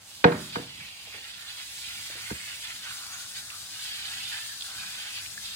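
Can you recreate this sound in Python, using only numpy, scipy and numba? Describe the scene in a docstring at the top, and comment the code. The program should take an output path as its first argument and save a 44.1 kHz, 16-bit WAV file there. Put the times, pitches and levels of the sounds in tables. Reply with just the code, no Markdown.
"""Hosing a dog on a patio

A garden hose rinses a dog on concrete, a couple of metres from a hand-held phone. Countless drop
impacts add up to noise: mist hisses, the jet splashes and gurgles in resonant hollows of the coat,
run-off patters. Close on the right a door bangs, knocks again and later bumps softly, ringing in its
damped modes. Sandals shuffle, two drips ring as bubbles, and a low drone lies underneath."""
import sys
import numpy as np
from scipy import signal
from scipy.fft import rfft, irfft
from scipy.io import wavfile
from scipy.ndimage import uniform_filter1d, map_coordinates
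from numba import njit

SR = 44100
rng = np.random.default_rng(int(sys.argv[2]) if len(sys.argv) > 2 else 0)


def to_wav(s):
    """Save 16-bit WAV."""
    ch = np.atleast_2d(s).T  # columns
    pcm = np.round(np.clip(ch, -1, 1) * 32767)  # PCM
    wavfile.write(sys.argv[1], SR, pcm.astype(np.int16))


N = 245136
T = np.arange(N) / SR

# nozzle mist, loudest once it points clear of the dog: time_s, level_db
MIST_LEVEL = [(0, -58), (.08, -46.5), (.24, -50), (.42, -43.5), (.56, -46.5), (.68, -50), (1.38, -48),
              (1.78, -40.5), (2.35, -41.5), (2.65, -42.3), (3.35, -40.5), (3.7, -41.5), (4.3, -41),
              (5.56, -41.5)]
# the mist drifts from the right to the centre: time_s, left_minus_right_db
MIST_PAN = [(0, -3.5), (.8, -3.5), (2.3, -2), (2.8, -0.1), (5.56, 1.2)]
# resonances of the coat, set by where the jet lands: time_s, splash_hz, gurgle_hz
COAT_RESONANCES = [(0, 3180, 1717), (.55, 3450, 1520), (.83, 2540, 2305), (1.45, 3480, 1840),
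                   (1.95, 3337, 2190), (2.17, 3595, 1880), (2.3, 2500, 1940), (2.72, 3215, 2050),
                   (2.9, 3500, 1600), (3.05, 3660, 1398), (3.4, 3650, 1854), (3.56, 3750, 1340),
                   (3.9, 3314, 1824), (4.4, 3280, 1740), (4.7, 3840, 1470), (5.1, 3190, 1917),
                   (5.56, 3900, 1800)]
# steady wash of the jet over the coat: time_s, splash_db, gurgle_db
WASH = [(0, -66, -69), (.12, -52.5, -68), (.5, -44.5, -55), (1.0, -46, -58.5), (1.25, -44.5, -50.5),
        (1.74, -47, -52.5), (1.87, -42.5, -50.5), (2.26, -43, -43.5), (2.58, -46, -52), (3.19, -47, -47),
        (3.3, -49, -53.5), (3.46, -58.5, -51.5), (3.68, -47, -57), (3.83, -39, -46.5), (4.33, -38.3, -47.5),
        (4.57, -47.5, -54), (4.68, -42, -49.5), (5.1, -41, -46), (5.36, -54, -54), (5.56, -38.5, -50)]
# the jet hits the coat squarely: start_s, length_s, splash_db, gurgle_db
GUSHES = [(0.513, 0.038, -39, -48), (0.773, 0.094, -49, -49), (1.096, 0.087, -55, -46.5),
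          (1.46, 0.053, -43, -52), (1.564, 0.056, -42.5, -47.5), (1.817, .11, -44, -46),
          (2.455, 0.073, -42, -48), (2.616, 0.09, -42, -43.5), (2.812, 0.11, -43, -43.5),
          (3.337, 0.046, -40.5, -52), (3.49, .07, -48, -52), (4.083, .08, -56, -45),
          (4.29, 0.083, -46, -43), (4.79, .06, -59, -50), (4.948, 0.13, -45, -53),
          (5.135, 0.047, -36.5, -49), (5.428, 0.047, -40, -57)]
# spectra of the water and the distant drone: frequency_hz, gain_db
MIST_SPECTRUM = [(2500, -12), (4500, -1), (5600, -4.5), (6700, -4), (9000, -5), (10500, -8), (12500, -10.5),
                 (15800, -14.5)]
SPLASH_SPECTRUM = [(1200, -26.5), (1950, -6.5), (2220, -6.5), (2550, -2.5), (3600, -3.5), (4900, -2),
                   (5600, -11.5), (9000, -18.5)]
GURGLE_SPECTRUM = [(200, -26), (450, -20.5), (800, -1), (1100, -6), (1400, -0.5), (2000, -4.5), (2700, 0),
                   (4500, -35.5)]
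PATTER_SPECTRUM = [(200, -12.5), (450, -7.5), (800, -1.5), (1500, -4), (3000, -5), (8000, -8.5)]
DRONE_SPECTRUM = [(40, -10.5), (55, 3), (80, -5), (108, 2), (155, -12), (200, -5), (245, -17.5), (290, -8),
                  (350, -23.5)]
# slow course of the drone: time_s, level_db
DRONE_LEVEL = [(0, -61), (1.5, -62.5), (2.6, -60.5), (5.5, -59.5)]
# door blows: start_s, clack_db, thud_db, panel_db, sway_db, panel_cutoff_hz, panel_t60_ratio, echo_db
DOOR_BLOWS = [(0.2415, -7.5, -10.5, -11, -60, 2500, 0.76, -25.5),
              (.320, -25.5, -38, -48, -60, 2500, 0.83, -44.5), (.5565, -24, -25, -34.5, -56, 1220, 1, -43),
              (0.5892, -47, -29.5, -41, -62, 600, 0.99, -62),
              (2.3036, -31.5, -25.5, -36.5, -21, 520, 0.44, -59),
              (2.3132, -56, -31, -38, -45, 400, 0.37, -66)]
# modes of the latch, the swaying leaf, its thud and its panel: pitch_hz, gain_db, t60_s
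LATCH_MODES = [(712.6, -7, 0.088), (926, -5.5, 0.094), (1525, 2, 0.042), (1598, -2, 0.072),
               (2120, -11, 0.04), (2440, -9.5, 0.0418), (2850, -22, 0.0224), (4040, -14.5, 0.0565)]
SWAY_MODES = [(71.4, -12, 0.15)]
THUD_MODES = [(126.3, -10, 0.11), (213.6, -4, 0.0532), (334.5, 5, 0.015)]
PANEL_MODES = [(168, -2.5, 0.26), (269.7, -13, 0.36), (316.4, -10.5, 0.29), (385, -15.5, 0.6),
               (477.3, 2, 0.28), (611, -20.5, 1), (713, 0, 0.16), (884, -18.5, 0.49), (1179, -35, 0.7),
               (1351, -39, 0.66), (1397, -32, 0.47), (1540, -28.5, 0.17), (1645, -34.5, 0.58),
               (1796, -28.5, 0.36), (1954, -34.5, 0.36), (1992, -35, 0.36)]
# spectra of the latch rattle and the echo off the walls: frequency_hz, gain_db
RATTLE_SPECTRUM = [(200, -11.5), (450, -0.5), (1500, 2), (2500, -6.5), (4200, -14), (6000, -25.5),
                   (9000, -44), (15000, -53)]
ECHO_SPECTRUM = [(70, -8.5), (160, 5.5), (300, 2), (550, 0), (850, -3), (1150, -6), (1600, -4.5),
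                 (2500, -11.5), (4200, -20), (8000, -45)]
# reverberation time: frequency_hz, t60_s
ECHO_T60 = [(150, 0.76), (500, 0.17), (1500, 0.5), (5000, 0.13)]
# sandal shuffles, ringing hollows of the coat, slaps of water: start_s, level_db, centre_hz, t60_s
SHUFFLES = [(.785, -48.5, 128, 0.22), (1.07, -57, 600, 0.28), (1.14, -53, 445, 0.36),
            (2.098, -50.5, 446, 0.11), (2.152, -51.5, 420, 0.19)]
HOLLOWS = [(2.25, -40.5, 2120, .4), (2.33, -43, 8300, .5), (2.395, -45, 2150, 0.6), (3.11, -45, 6500, 1),
           (3.51, -45.5, 1240, 0.3), (4.24, -39, 3530, 0.61), (4.31, -38, 1745, 0.56),
           (4.485, -41.5, 1720, 0.34), (4.78, -43, 2500, 0.99), (5.09, -42, 2520, 0.57)]
SLAPS = [(3.501, -30.5, 2510, .035), (4.608, -24.5, 3600, 0.016), (4.621, -25, 3360, 0.024),
         (5.257, -34.5, 3020, 0.056)]
# drips into a puddle: start_s, level_db, pitch_hz, t60_s
DRIPS = [(5.3772, -27.5, 1720, 0.03), (5.398, -42, 1657, .04)]
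# imbalance of the two microphone ports: frequency_hz, left_minus_right_db
PORT_BALANCE = [(100, -2), (400, -1), (1200, -3), (1900, -3.5), (2400, -3.5), (3000, -3.5), (3800, -6.5),
                (4400, 4.5), (5100, 5), (5800, 3.5), (11000, 1.5), (15000, -2.5)]

JET_LAG_S, DOOR_LAG_S = 0.00012, 0.00038  # travel time between the ports
GUSH_ATTACK_S, GUSH_RELEASE_S = .03, .04
LOW_CUT_HZ, HIGH_CUT_HZ = 61, 15800
LONGEST_MODE_T60_S = .45


def undb(db):
    """Decibels to amplitude ratio."""
    return 10 ** (np.asarray(db) / 20)


def unit(x):
    """Normalise to rms 1."""
    return x / np.sqrt(np.mean(x ** 2))


def curves(table):
    """Linear interpolation of each column of a timed table."""
    times, *columns = np.transpose(table)
    return [np.interp(T, times, column) for column in columns]


def at_hz(table, hz):
    """Interpolation on a log-frequency axis."""
    f, value = np.transpose(table)
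    return np.interp(np.log(hz + 1e-3), np.log(f), value)


def bins():
    """Frequencies of the Fourier bins."""
    return np.arange(N // 2 + 1) * SR / N


def colour(x, spectrum):
    """Spectral shaping, falling 12 dB an octave beyond the table's ends; rms 1."""
    f = bins() + 1e-3
    skirts = np.minimum(f / spectrum[0][0], 1) ** 2 * np.minimum(spectrum[-1][0] / f, 1) ** 2
    return unit(irfft(rfft(x) * undb(at_hz(spectrum, f)) * skirts, N))


def wander(rate_hz):
    """Smooth random modulation of rms 1."""
    hold = max(int(SR / rate_hz), 2)
    steps = np.repeat(rng.standard_normal(N // hold + 2), hold)
    steps = steps[rng.integers(hold):][:N]
    return unit(uniform_filter1d(uniform_filter1d(steps, hold), hold))


def delay(x, lag_s):
    """Propagation delay, fixed or moving."""
    return map_coordinates(x, [np.arange(N) - lag_s * SR], order=3)


def fade(start, t60, rise_s=0.00057):
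    """Exponential decay after a quick rise."""
    age = np.maximum(T - start, 0)
    return (1 - np.exp(-(age / rise_s) ** 2)) * np.exp(-np.log(1000) * np.minimum(age / t60, 10))


def ring(start, modes, cutoff_hz=9000, t60_ratio=1, rise_s=.0004):
    """Free vibration as a sum of damped modes; a soft contact barely excites those above the cutoff."""
    age = np.arange(SR) / SR
    wave = 0
    for k, (hz, db, t60) in enumerate(modes):
        amplitude = (-1) ** k * undb(db) / np.hypot(1, (hz / cutoff_hz) ** 4)
        decay = np.exp(-np.log(1000) * age / min(t60 * t60_ratio, LONGEST_MODE_T60_S))
        wave = wave + amplitude * np.cos(2 * np.pi * hz * age) * decay
    return np.interp(T - start, age, wave * (1 - np.exp(-age / rise_s)), left=0, right=0)


@njit
def resonate(x, hz, width_hz):
    """A resonance with a moving centre: a state-variable band-pass."""
    y, band_state, low_state = np.empty(len(x)), 0., 0.
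    for i in range(len(x)):
        g, damping = np.tan(np.pi * hz[i] / SR), width_hz / hz[i]
        band = (band_state + g * (x[i] - low_state)) / (1 + g * (g + damping))
        band_state, low_state = 2 * band - band_state, low_state + 2 * g * band
        y[i] = damping * band
    return y


def drops(per_s, spread_db):
    """Shot noise: independent impacts, many small and a few large."""
    hit = rng.random(N) < per_s / SR
    return unit(hit * rng.standard_normal(N) * undb(spread_db * np.minimum(rng.exponential(size=N), 5)))


def diffuse(coherent_hz):
    """A diffuse noise field: the two ports are coherent only at long wavelengths."""
    mid, side = rng.standard_normal((2, N))
    coherence = 1 / (1 + (bins() / coherent_hz) ** 2)
    mid = irfft(rfft(mid) * np.sqrt(1 + coherence), N)
    side = irfft(rfft(side) * np.sqrt(1 - coherence), N)
    return np.array([mid + side, mid - side])


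def bursts(table, relative_width, rise_s=0.0011):
    """Decaying bands of noise; the narrower the band, the clearer its pitch."""
    total = 0
    for start, db, hz, t60 in table:
        band = np.exp(-(np.log((bins() + 1) / hz) / relative_width) ** 2)
        noise = unit(irfft(rfft(diffuse(920)) * band, N))
        total = total + undb(db) * noise * fade(start, t60, rise_s)
    return total


def reflections(x, bounce, sway_s, sway_hz):
    """Comb filtering: five paths per port, off coat and ground, shift as the jet moves; rms 1."""
    ports = [x, delay(x, JET_LAG_S)]
    for port in range(2):
        for k in range(5):
            path_s = (k + rng.random()) * .0018 + .0009
            polarity = rng.choice([-1, 1])
            ports[port] = ports[port] + bounce * polarity * delay(x, path_s + sway_s * wander(sway_hz))
    return unit(np.array(ports))


def nozzle_mist():
    """Superposition: fine droplets come so densely that they merge into a hiss."""
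    level_db, = curves(MIST_LEVEL)
    pan_db, = curves(MIST_PAN)
    hiss = colour(drops(per_s=36000, spread_db=0.95), MIST_SPECTRUM)
    hiss = reflections(hiss, bounce=.55, sway_s=.00012, sway_hz=7)
    return hiss * undb(level_db + wander(35) + np.array([pan_db, -pan_db]) / 2)


def coat_gains():
    """Incoherent sources add in power: wash and gushes set the gains of splash and gurgle."""
    power = undb(curves(WASH)) ** 2
    for start, length, splash_db, gurgle_db in GUSHES:
        swell = np.clip((T - start) / GUSH_ATTACK_S, 0, 1)
        drain = np.clip(1 - (T - start - length) / GUSH_RELEASE_S, 0, 1)
        power = power + np.outer(undb([splash_db, gurgle_db]), swell * drain) ** 2
    return np.sqrt(power)


def coat_splash(centre_hz, gain):
    """Impact noise: drops drum on the coat, fluttering as the jet breaks into slugs."""
    impacts = drops(per_s=8000, spread_db=2.4)
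    resonance = unit(resonate(impacts, centre_hz, width_hz=1600.))
    splash = colour(resonance + 0.76 * impacts, SPLASH_SPECTRUM)
    splash = reflections(splash, bounce=0.72, sway_s=0.0001863, sway_hz=6)
    return splash * gain * undb(0.46 * wander(40))


def coat_gurgle(centre_hz, gain):
    """Cavity resonance: slugs of water drive the wet hollows of the coat."""
    slugs = drops(per_s=3000, spread_db=1.7)
    resonance = unit(resonate(slugs, centre_hz, width_hz=622.))
    gurgle = colour(resonance + 0.72 * slugs, GURGLE_SPECTRUM)
    gurgle = reflections(gurgle, bounce=0.37, sway_s=0.00028, sway_hz=6)
    return gurgle * gain * undb(0.99 * wander(40))


def run_off():
    """Scattered impacts on concrete form a diffuse patter in which single drops stand out."""
    patter = diffuse(1030) * (1 + 0.65 * np.abs(drops(per_s=1000, spread_db=1.5)))
    return colour(patter, PATTER_SPECTRUM) * undb(-56 + 0.99 * wander(14))


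def drone():
    """Low noise with spectral peaks, wavering under slow amplitude modulation."""
    level_db, = curves(DRONE_LEVEL)
    waver_db = 1.6 * wander(9)
    return colour(diffuse(450), DRONE_SPECTRUM) * undb(level_db + waver_db)


def door():
    """Impacts excite modes: the latch clacks and rattles, then the leaf meets the frame and rings."""
    direct, rattle = 0, 0
    grit = colour(diffuse(903), RATTLE_SPECTRUM)
    for start, clack_db, thud_db, panel_db, sway_db, cutoff_hz, t60_ratio, _ in DOOR_BLOWS:
        rattle_envelope = fade(start, t60=0.035) + .07 * fade(start + 0.00572, t60=0.14)
        rattle = rattle + undb(clack_db - 1.5) * grit * rattle_envelope
        latch = undb(clack_db) * ring(start, LATCH_MODES)
        sway = undb(sway_db) * ring(start + 0.0082, SWAY_MODES)
        thud = undb(thud_db) * ring(start + 0.00852, THUD_MODES)
        panel = undb(panel_db) * ring(start + .0092, PANEL_MODES, cutoff_hz, t60_ratio)
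        direct = direct + latch + sway + thud + panel
    # the door is on the right, so the left port hears it later
    return np.array([delay(direct, DOOR_LAG_S), direct]) + rattle


def door_echo():
    """Reverberation: the walls return each blow after 21 ms, each octave decaying at its own rate."""
    spectrum = rfft(colour(diffuse(670), ECHO_SPECTRUM))
    octave = np.log2(np.clip(bins(), 100, 6400) / 100)
    echo = 0
    for k in range(7):
        band = irfft(spectrum * np.sqrt(np.maximum(1 - np.abs(octave - k), 0)), N)
        t60 = at_hz(ECHO_T60, 100 * 2 ** k)
        envelope = sum(undb(echo_db) * fade(start + 0.021, t60) for start, *_, echo_db in DOOR_BLOWS)
        echo = echo + band * envelope
    return echo


def sandals():
    """Friction of shuffling soles gives low, broad bands of noise."""
    return bursts(SHUFFLES, relative_width=0.54)


def ringing_hollows():
    """Narrow resonance: the jet rings one hollow in the wet coat for a moment."""
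    return bursts(HOLLOWS, relative_width=0.074, rise_s=0.0098)


def water_slaps():
    """Brief impacts of water spread their energy over a wide band."""
    return bursts(SLAPS, relative_width=0.35)


def drips():
    """Bubble resonance: each large drip traps air that rings briefly."""
    plinks = sum(ring(start, [(hz, db, t60)], rise_s=0.00031) for start, db, hz, t60 in DRIPS)
    return np.array([plinks, delay(plinks, JET_LAG_S)])


def scene():
    """Linear superposition of all sources at the two ports."""
    splash_hz, gurgle_hz = curves(COAT_RESONANCES)
    splash_gain, gurgle_gain = coat_gains()
    jet = nozzle_mist() + coat_splash(splash_hz, splash_gain) + coat_gurgle(gurgle_hz, gurgle_gain)
    water = jet + run_off() + water_slaps() + ringing_hollows() + drips()
    return water + door() + door_echo() + sandals() + drone()


def record(dry):
    """Transducer response: each port colours the sound; the phone thins the bass, clips, cuts the top."""
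    tilt_db = at_hz(PORT_BALANCE, bins()) / 2
    ported = irfft(rfft(dry) * undb(np.array([tilt_db, -tilt_db])), N)
    high_pass = signal.butter(4, LOW_CUT_HZ, "high", fs=SR, output="sos")
    low_pass = signal.ellip(10, .2, 80, HIGH_CUT_HZ, fs=SR, output="sos")
    clipped = np.clip(signal.sosfilt(high_pass, ported), -1, 1)
    return signal.sosfilt(low_pass, clipped)


dry = scene()
out = record(dry)
to_wav(out)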